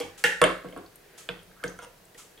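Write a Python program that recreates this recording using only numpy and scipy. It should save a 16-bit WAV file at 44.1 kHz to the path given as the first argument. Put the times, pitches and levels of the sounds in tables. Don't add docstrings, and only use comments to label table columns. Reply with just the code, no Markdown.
import sys
import numpy as np
from scipy import signal
from scipy.fft import rfft, irfft
from scipy.io import wavfile

SR = 44100
rng = np.random.default_rng(int(sys.argv[2]) if len(sys.argv) > 2 else 0)


def boost(x):
    u = np.asarray(x, float) / 20
    return 10 ** u


def bounce(signal):
    frames = np.transpose(np.atleast_2d(signal))
    limited = np.clip(frames, -1, 1)
    pcm = np.round(limited * 32767).astype(np.int16)
    wavfile.write(sys.argv[1], SR, pcm)


N = 105840

# frequency in Hz, level in dB per Hz.
FLOOR_COLOUR = [(25, 1.5), (50, -12.5), (75, -16), (150, -5.5), (245, -12.5), (480, -6.5), (1100, -16),
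                (16000, -26)]
# frequency in Hz, likeness (1 = same).
FLOOR_LIKENESS = [(100, 1), (1000, 0.25), (5000, 0.29), (14000, 0.9)]
FLOOR_DB = -57

# frequency in Hz, level in dB per Hz.
CLOCK_COLOUR = [(530, -42), (900, -9), (1160, 3), (1310, -10), (2180, -12), (2470, -6), (5210, -9),
                (6950, -3), (14000, -21.5)]
# frequency in Hz, level in dB.
CLOCK_RINGS = [(1310, -27), (3200, -32), (7000, -30.5), (10200, -29.5)]
CLOCK_FIRST_S, CLOCK_PERIOD_S, CLOCK_DB = 0.1736, 1, -44
CLOCK_RISE_S, CLOCK_T60_S, CLOCK_RING_T60_S = 0.004, 0.37, 0.02

# time in seconds, level in dB.
STIR = [
    (0, -58.5),
    (.6, -53.5),
    (0.898, -65.5),
    (1.15, -57),
    (1.45, -63),
    (1.62, -65),
    (1.95, -67),
    (2.1, -68),
    (2.4, -62.5),
]
# frequency in Hz, level in dB per Hz.
SLOSH = [(260, -12), (360, 7), (485, 5.5), (700, -12), (1100, -20), (1600, 2), (2400, -5), (4000, -13)]

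# frequency in Hz, level in dB, decay to -60 dB in seconds.
TABLE_MODES = [(43.8, -22, 0.52), (104.7, -17.5, 0.52), (134.2, -4.5, 0.21), (152.7, 4, 0.14),
               (180.6, 0, 0.36)]
# start in seconds, level in dB.
THUDS = [
    (0.018, -53),
    (0.24, -45),
    (0.415, -31.5),
    (0.649, -47.5),
    (0.765, -59),
    (1.292, -45),
    (1.47, -59.5),
    (1.643, -42),
]
# start in seconds, level in dB.
SWAYS = [
    (0.032, -46),
    (.33, -54),
    (.76, -50.5),
    (1.419, -56),
    (1.72, -55),
    (2.29, -63),
]
THUD_S, THUD_ROOM_DB, TABLE_PAN_DB = 0.0026, -7.5, -1
SWAY_HZ, SWAY_T60_S, SWAY_RISE_S = 90.7, 0.47, 0.016

TICK_TIMES = [.705, .862, .957, .958, 1.391, 1.431, 1.563, 1.59, 1.63, 1.677, 1.679, 1.696, 1.711, 2.053,
              2.148, 2.376, 2.377]
# level in dB, pitch in Hz, share sent to the room in dB.
TICKS = [(-44, 9996, -3), (-41.5, 4591, -2), (-33.5, 11494, -3), (-39, 8796, -1), (-41.5, 3214, 2),
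         (-43.5, 9005, -1), (-49, 1297, 3), (-51, 1598, 13), (-32, 1333, 1), (-35, 4802, -9),
         (-28, 6200, -0.5), (-39, 9300, -9), (-58, 9000, -3), (-42.5, 8302, -19), (-43, 1902, -7),
         (-41, 3298, 3), (-46, 2396, -5)]
TICK_CYCLES, TICK_T60_S = 28, 0.025

# frequency in Hz, level in dB.
NECK = [(840, -12.5), (1390, -8), (1490, -4.5), (1744, 5.5), (1810, 3.5), (1860, 5.5), (2175, -1),
        (2420, -14), (2690, -1), (2740, 3.5), (3250, -1.5), (4204, -28), (5943, -41)]
SHOULDER = [(590, 2), (760, -18), (1110, 5.5), (1220, -5), (1310, 6), (1580, -7.5), (1740, 5), (2000, -1.5),
            (2260, 0), (2700, 2.5), (3450, 5.5), (4100, -14), (5140, -9)]
REBOUND = [(640, 5.5), (1100, -16.5), (1600, 5), (2165, 8), (2700, -2), (3120, 11), (3630, -5), (5800, -32)]
DROWNED = [(670, -3), (1280, -3.5), (1560, 4), (1790, 0), (974, -11), (2420, 7), (2640, 2), (2990, 9),
           (3430, 10), (4020, 0), (4960, -3.5), (7600, -2.5)]
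LOW_WALL = [(1290, 1), (1530, 5), (1610, 6), (1740, 2), (2200, 1), (3100, -1), (3600, -18), (4700, -32)]
GRAZE = [(700, -0.5), (1000, -1), (1394, 12.5), (1620, 1), (2143, 1), (3200, 1.5), (6100, 5)]
RIM = [(640, -20), (810, -2.5), (1200, -5.5), (2200, 4.5), (3270, 8.5), (5700, -20)]
FRUIT = [(175, -10), (290, 2), (343, 2.5), (395, -2), (460, 1.5), (700, 6), (1110, 6.5), (1340, 2),
         (1625, 4.5)]
# frequency in Hz, level in dB.
SCRAPED = [(950, 2.5), (1200, -4), (1550, -7), (2100, -7), (2900, -2.5), (3300, 1), (5500, 0), (6300, 1)]
NECK_CYCLES, WALL_CYCLES, DROWNED_CYCLES, LOW_WALL_CYCLES, FRUIT_CYCLES = 58, 38.8, 53, 57, 32.6
NECK_ROOM_DB, OPEN_ROOM_DB, REBOUND_ROOM_DB, DROWNED_ROOM_DB, DEEP_ROOM_DB = -1, 0.94, -7, -10, -6.5

# frequency in Hz, decay to -60 dB in seconds.
BELLY = [(288, 0.087), (334, 0.052), (420, 0.037), (484, 0.096), (544, 0.066), (583, 0.014), (629, 0.027)]
# one place, level in dB per belly mode.
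BELLY_SHARES = [
    (-7, -5.5, 3, 5.5, 4.5, -5, 6),
    (-9, 3, 7.5, 6, 9, -2, -8.5),
    (-2.5, -4, 4, -12, 11.5, 13.5, 12),
    (-23, 3, -3, 4, 1.5, 18, 11),
    (-3.5, -1.5, 2.5, 3, 0, -20, 8.5),
    (-7, -9, -19, 4, 10.5, 8, -9),
    (-3.5, -1, -1, 4.5, -6.5, -6, 6),
    (-15, 11.5, 6, 8.5, 9.5, -12, -9),
]
# ring's rise in seconds, slap to the walls in dB over the glass, its low edge in Hz.
CONTACT = [
    (0.0012, 2, 1800),
    (0.00074, 1, 700),
    (0.0028, 2, 1070),
    (0.00034, 9.5, 580),
    (0.00013, 2.5, 480),
    (0.0026, 2, 530),
    (0.00046, 7, 410),
    (0.00078, 6.5, 200),
]
# frequency in Hz, level in dB, decay to -60 dB in seconds.
SPOON = [(5940, -37, 0.021), (7370, -5.5, 0.024), (8880, 1, 0.028), (9180, -27, 0.0096), (10750, -6, 0.014),
         (12200, -24, .01)]
SLAP_HIGH_HZ, SOFT_HZ, BELLY_RISE_S, SPOON_RISE_S, JAR_CUT_HZ = 4220, 850, 0.0015, 0.00036, 59
CRACK_T60_S, CRACK_CUT_HZ, CRACK_ROOM_DB, SPOON_ROOM_DB = 0.014, 9400, 5, -8
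JAR_PAN_DB, SPOON_PAN_DB = -0.5, 0.6

# start in seconds, glass level in dB, belly in dB, spoon in dB, crack in dB.
NECK_HITS = [
    (0.2395, -12, -28.5, -39, -0.5),
    (.267, -30, -72, -50, -28),
    (0.3222, -28, -68, -60, -47),
    (0.3446, -37, -49, -64, -45),
]
SHOULDER_HITS = [
    (.4158, -15.5, -20.5, -19.5, -7),
    (0.428, -43.5, -33.5, -68, -51),
]
REBOUND_HITS = [
    (.4393, -12.5, -33, -19, -14),
    (.446, -32, -24, -50, -45),
    (.686, -51, -72, -60, -37),
    (.725, -45, -41.5, -60, -44),
]
DROWNED_HITS = [
    (1.289, -32.5, -38, -53, -28),
    (2.146, -63, -57, -80, -36.5),
]
LOW_WALL_HITS = [
    (1.513, -59, -81, -77, -68),
    (1.6384, -30.5, -32, -35.5, -18.5),
]
GRAZE_HITS = [
    (1.789, -37.5, -53.5, -46.5, -50),
    (1.8225, -44.5, -55, -58, -53),
    (1.8355, -46, -67, -53, -48),
    (1.8445, -52, -64, -59, -46),
    (1.862, -55, -53, -81, -80),
]
RIM_HITS = [
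    (.001, -39.5, -31, -52, -16),
    (.005, -75, -65, -44, -19.5),
    (.011, -34.5, -99, -64, -56),
]
FRUIT_HITS = [
    (.645, -45.5, -43.5, -56, -47),
    (.763, -41.5, -80, -58, -37),
    (.775, -57, -69, -49, -70),
]
SCRAPE_S, SCRAPE_LENGTH_S, SCRAPE_PER_S = 1.817, 0.032, 2500
SCRAPE_GLASS_DB, SCRAPE_SPOON_DB, SCRAPE_CRACK_DB = -57.5, -63.5, -53

# frequency in Hz, decay to -60 dB in seconds.
ROOM_T60 = [(100, 0.3), (500, 0.31), (1700, 0.38), (3000, 0.3), (6000, 0.44), (14000, 0.26)]
# frequency in Hz, level in dB.
ROOM_COLOUR = [(100, 6), (500, 4), (2000, 4), (6000, -2.5), (14000, -4.5)]
# frequency in Hz, likeness (1 = same).
ROOM_LIKENESS = [(100, 1), (500, 0.97), (2000, 0.36), (6000, 0.32), (14000, .85)]
ROOM_DB, ROOM_GAP_S, ROOM_RISE_S = -4.5, 0.003, 0.0013

# frequency in Hz, left's lead in radians.
LEAD = [(100, -.55), (600, -.9), (1120, -.1), (2070, .3), (8000, .35), (12000, 0)]
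# frequency in Hz, left over right in dB.
TILT = [(60, 1.5), (150, 3), (380, .5), (700, -1.5), (2380, -1), (4400, 0), (8120, 1), (15000, .3)]
TOP = 0.8


def rms_one(x):
    return x / np.sqrt(np.mean(x ** 2) + 1e-20)


def at_hz(points, hz):
    table_hz, values = np.array(points)[:, 0], np.array(points)[:, 1]
    return np.interp(np.log(hz), np.log(table_hz), values)


def train(s, db):
    out = np.zeros(N)
    places = np.clip((np.array(s) * SR).astype(int), 0, N - 1)
    np.add.at(out, places, boost(np.array(db)))
    return out


def band_pass(x, order, low_hz, high_hz):
    return signal.sosfilt(signal.butter(order, [low_hz, high_hz], "band", fs=SR, output="sos"), x)


def ring(clicks, hz, t60):
    r = boost(-60 / (max(t60, .001) * SR))
    w = 2 * np.pi * hz / SR
    return signal.lfilter([0, np.sin(w)], [1, -2 * r * np.cos(w), r * r], clicks + 1e-18)


def swell(clicks, hz, t60, rise):
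    return ring(clicks, hz, t60) - ring(clicks, hz, min(rise * np.log(1000), t60 / 2))


def burst(clicks, t60):
    grain = rng.standard_normal(800) * boost(-60 * np.arange(800) / SR / max(t60, .001))
    return signal.fftconvolve(clicks, grain / np.sqrt(np.sum(grain ** 2)))[:N]


def bands(size, likeness):
    white = rng.standard_normal((2, 2, size + 4000))
    edges = 24 * 2 ** np.arange(0, 9.6, .5)
    for k, (low, high) in enumerate(zip(edges, edges[1:])):
        mid, side = band_pass(white[k % 2], 2, low, high)[:, 4000:]
        hz = np.sqrt(low * high)
        alike = np.clip(at_hz(likeness, hz), -1, 1)
        yield hz, np.sqrt(1 + alike) * mid + np.sqrt(1 - alike) * side * [[1], [-1]]


def floor():
    noise = sum(boost(at_hz(FLOOR_COLOUR, hz)) * band for hz, band in bands(N, FLOOR_LIKENESS))
    return boost(FLOOR_DB) * rms_one(noise)


def clock():
    since = (np.arange(N) / SR - CLOCK_FIRST_S) % CLOCK_PERIOD_S
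    envelope = (1 - np.exp(-since / CLOCK_RISE_S)) ** 2 * boost(-60 * since / CLOCK_T60_S)
    noise = sum(boost(at_hz(CLOCK_COLOUR, hz)) * band for hz, band in bands(N, FLOOR_LIKENESS) if hz > 800)
    white = rng.standard_normal(N)
    case = sum(boost(db) * ring(white, hz, CLOCK_RING_T60_S) for hz, db in CLOCK_RINGS)
    return boost(CLOCK_DB) * envelope * (rms_one(noise) + case)


def fruit():
    grains = rng.standard_normal((2, N)) * (2.7 + (rng.random(N) < 400 / SR) * 6)
    hz = np.maximum(np.arange(N // 2 + 1) * SR / N, 1)
    coloured = irfft(rfft(grains) * boost(at_hz(SLOSH, hz)) * (hz > 250) * (hz < 5000), N)
    s, db = np.transpose(STIR)
    push = boost(np.interp(np.arange(N) / SR, s, db))
    return push * rms_one(coloured + 0.33 * coloured[::-1])


def table():
    r = np.exp(-2 / (THUD_S * SR))
    push = signal.lfilter([(1 - r) ** 2], [1, -2 * r, r * r], train(*np.transpose(THUDS)) + 1e-18)
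    sway = swell(train(*np.transpose(SWAYS)), SWAY_HZ, SWAY_T60_S, SWAY_RISE_S)
    return sway + sum((-1) ** k * boost(db + 12) * ring(push, hz, t60)
                      for k, (hz, db, t60) in enumerate(TABLE_MODES))


def ticks():
    rings = [ring(train([s], [db]), hz, TICK_CYCLES / hz) for s, (db, hz, _) in zip(TICK_TIMES, TICKS)]
    room = sum(boost(room_db) * x for (_, _, room_db), x in zip(TICKS, rings))
    return burst(sum(rings), TICK_T60_S), room


def scrape():
    along = (np.arange(N) / SR - SCRAPE_S) / SCRAPE_LENGTH_S
    slips = (rng.random(N) < SCRAPE_PER_S / SR) * rng.standard_normal(N)
    return slips * (0.53 + along) * (along > 0) * (along < 1)


def glass(clicks, modes, cycles, rise):
    return sum((-1) ** k * boost(db) * swell(clicks, hz, cycles / hz, rise) for k, (hz, db) in enumerate(modes))


def belly(clicks, shares):
    push = signal.lfilter(*signal.butter(1, SOFT_HZ, fs=SR), clicks)
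    return sum((-1) ** k * boost(db) * swell(push, hz, t60, BELLY_RISE_S)
               for k, ((hz, t60), db) in enumerate(zip(BELLY, shares)))


def knocks():
    places = [(NECK, NECK_CYCLES, NECK_ROOM_DB, NECK_HITS),
              (SHOULDER, WALL_CYCLES, OPEN_ROOM_DB, SHOULDER_HITS),
              (REBOUND, WALL_CYCLES, REBOUND_ROOM_DB, REBOUND_HITS),
              (DROWNED, DROWNED_CYCLES, DROWNED_ROOM_DB, DROWNED_HITS),
              (LOW_WALL, LOW_WALL_CYCLES, DEEP_ROOM_DB, LOW_WALL_HITS),
              (GRAZE, WALL_CYCLES, DEEP_ROOM_DB, GRAZE_HITS),
              (RIM, WALL_CYCLES, OPEN_ROOM_DB, RIM_HITS),
              (FRUIT, FRUIT_CYCLES, OPEN_ROOM_DB, FRUIT_HITS)]
    drag = scrape()
    scraped = sum(boost(SCRAPE_GLASS_DB + db) * ring(drag, hz, FRUIT_CYCLES / hz) for hz, db in SCRAPED)
    jar = boost([[0], [DEEP_ROOM_DB]]) * scraped
    for (modes, cycles, room_db, hits), shares, contact in zip(places, BELLY_SHARES, CONTACT):
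        rise, slap_db, low_hz = contact
        s, glass_db, belly_db = np.transpose(hits)[:3]
        clicks = train(s, glass_db)
        jar = jar + boost([[0], [room_db]]) * glass(clicks, modes, cycles, rise)
        jar = jar + belly(train(s, belly_db), shares)
        jar[1] += boost(slap_db + 21) * band_pass(clicks + 1e-18, 3, low_hz, SLAP_HIGH_HZ)
    jar = signal.sosfilt(signal.butter(2, JAR_CUT_HZ, "high", fs=SR, output="sos"), jar)

    all_hits = sum((hits for *_, hits in places), [])
    s, _, _, spoon_db, crack_db = np.transpose(all_hits)
    crack = train(s, crack_db) + boost(SCRAPE_CRACK_DB) * drag
    crack = np.array([burst(crack, CRACK_T60_S), crack])
    crack = band_pass(crack, 2, 1500, CRACK_CUT_HZ) * 2
    steel = train(s, spoon_db) + boost(SCRAPE_SPOON_DB) * drag
    spoon = sum(boost(db) * swell(steel, hz, t60, SPOON_RISE_S) for hz, db, t60 in SPOON)
    return jar, crack, spoon


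def kitchen(x):
    t = np.arange(int(.8 * SR)) / SR
    tail = sum(boost(at_hz(ROOM_COLOUR, hz) - 60 * t / max(at_hz(ROOM_T60, hz), .05)) * band
               for hz, band in bands(len(t), ROOM_LIKENESS))
    tail = tail * (1 - np.exp(-np.maximum(t - ROOM_GAP_S, 0) / ROOM_RISE_S))
    tail = tail / np.sqrt(np.sum(tail ** 2) / 2)
    return boost(ROOM_DB) * signal.fftconvolve(tail, x[None], axes=1)[:, :N]


def ports(x):
    hz = np.maximum(np.arange(N + 1) * SR / (2 * N), 1)
    half = np.array([[.5], [-.5]])
    turned = rfft(x, 2 * N) * np.exp(1j * half * at_hz(LEAD, hz))
    return irfft(turned * boost(half * at_hz(TILT, hz)), 2 * N)[:, :N]


def scene():
    (jar, jar_room), (crack, crack_room), spoon = knocks()
    tick, tick_room = ticks()
    thud = table()
    side = np.array([[1], [-1]])
    near = (jar + crack) * boost(JAR_PAN_DB * side)
    near = near + (spoon + tick) * boost(SPOON_PAN_DB * side)
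    near = near + thud * boost(TABLE_PAN_DB * side)
    to_room = jar_room + tick_room + boost(THUD_ROOM_DB) * thud
    to_room = to_room + boost(CRACK_ROOM_DB) * crack_room + boost(SPOON_ROOM_DB) * spoon
    return ports(near + kitchen(to_room)) + clock() + fruit() + floor()


def low_pass(x):
    return signal.sosfilt(signal.butter(12, 16440, fs=SR, output="sos"), x)


def record(dry):
    rounded = TOP * np.tanh(dry / TOP)
    mix = signal.sosfilt(signal.cheby2(10, 50, 16800, fs=SR, output="sos"), rounded)
    return low_pass(mix)


dry = scene()
out = record(dry)
bounce(out)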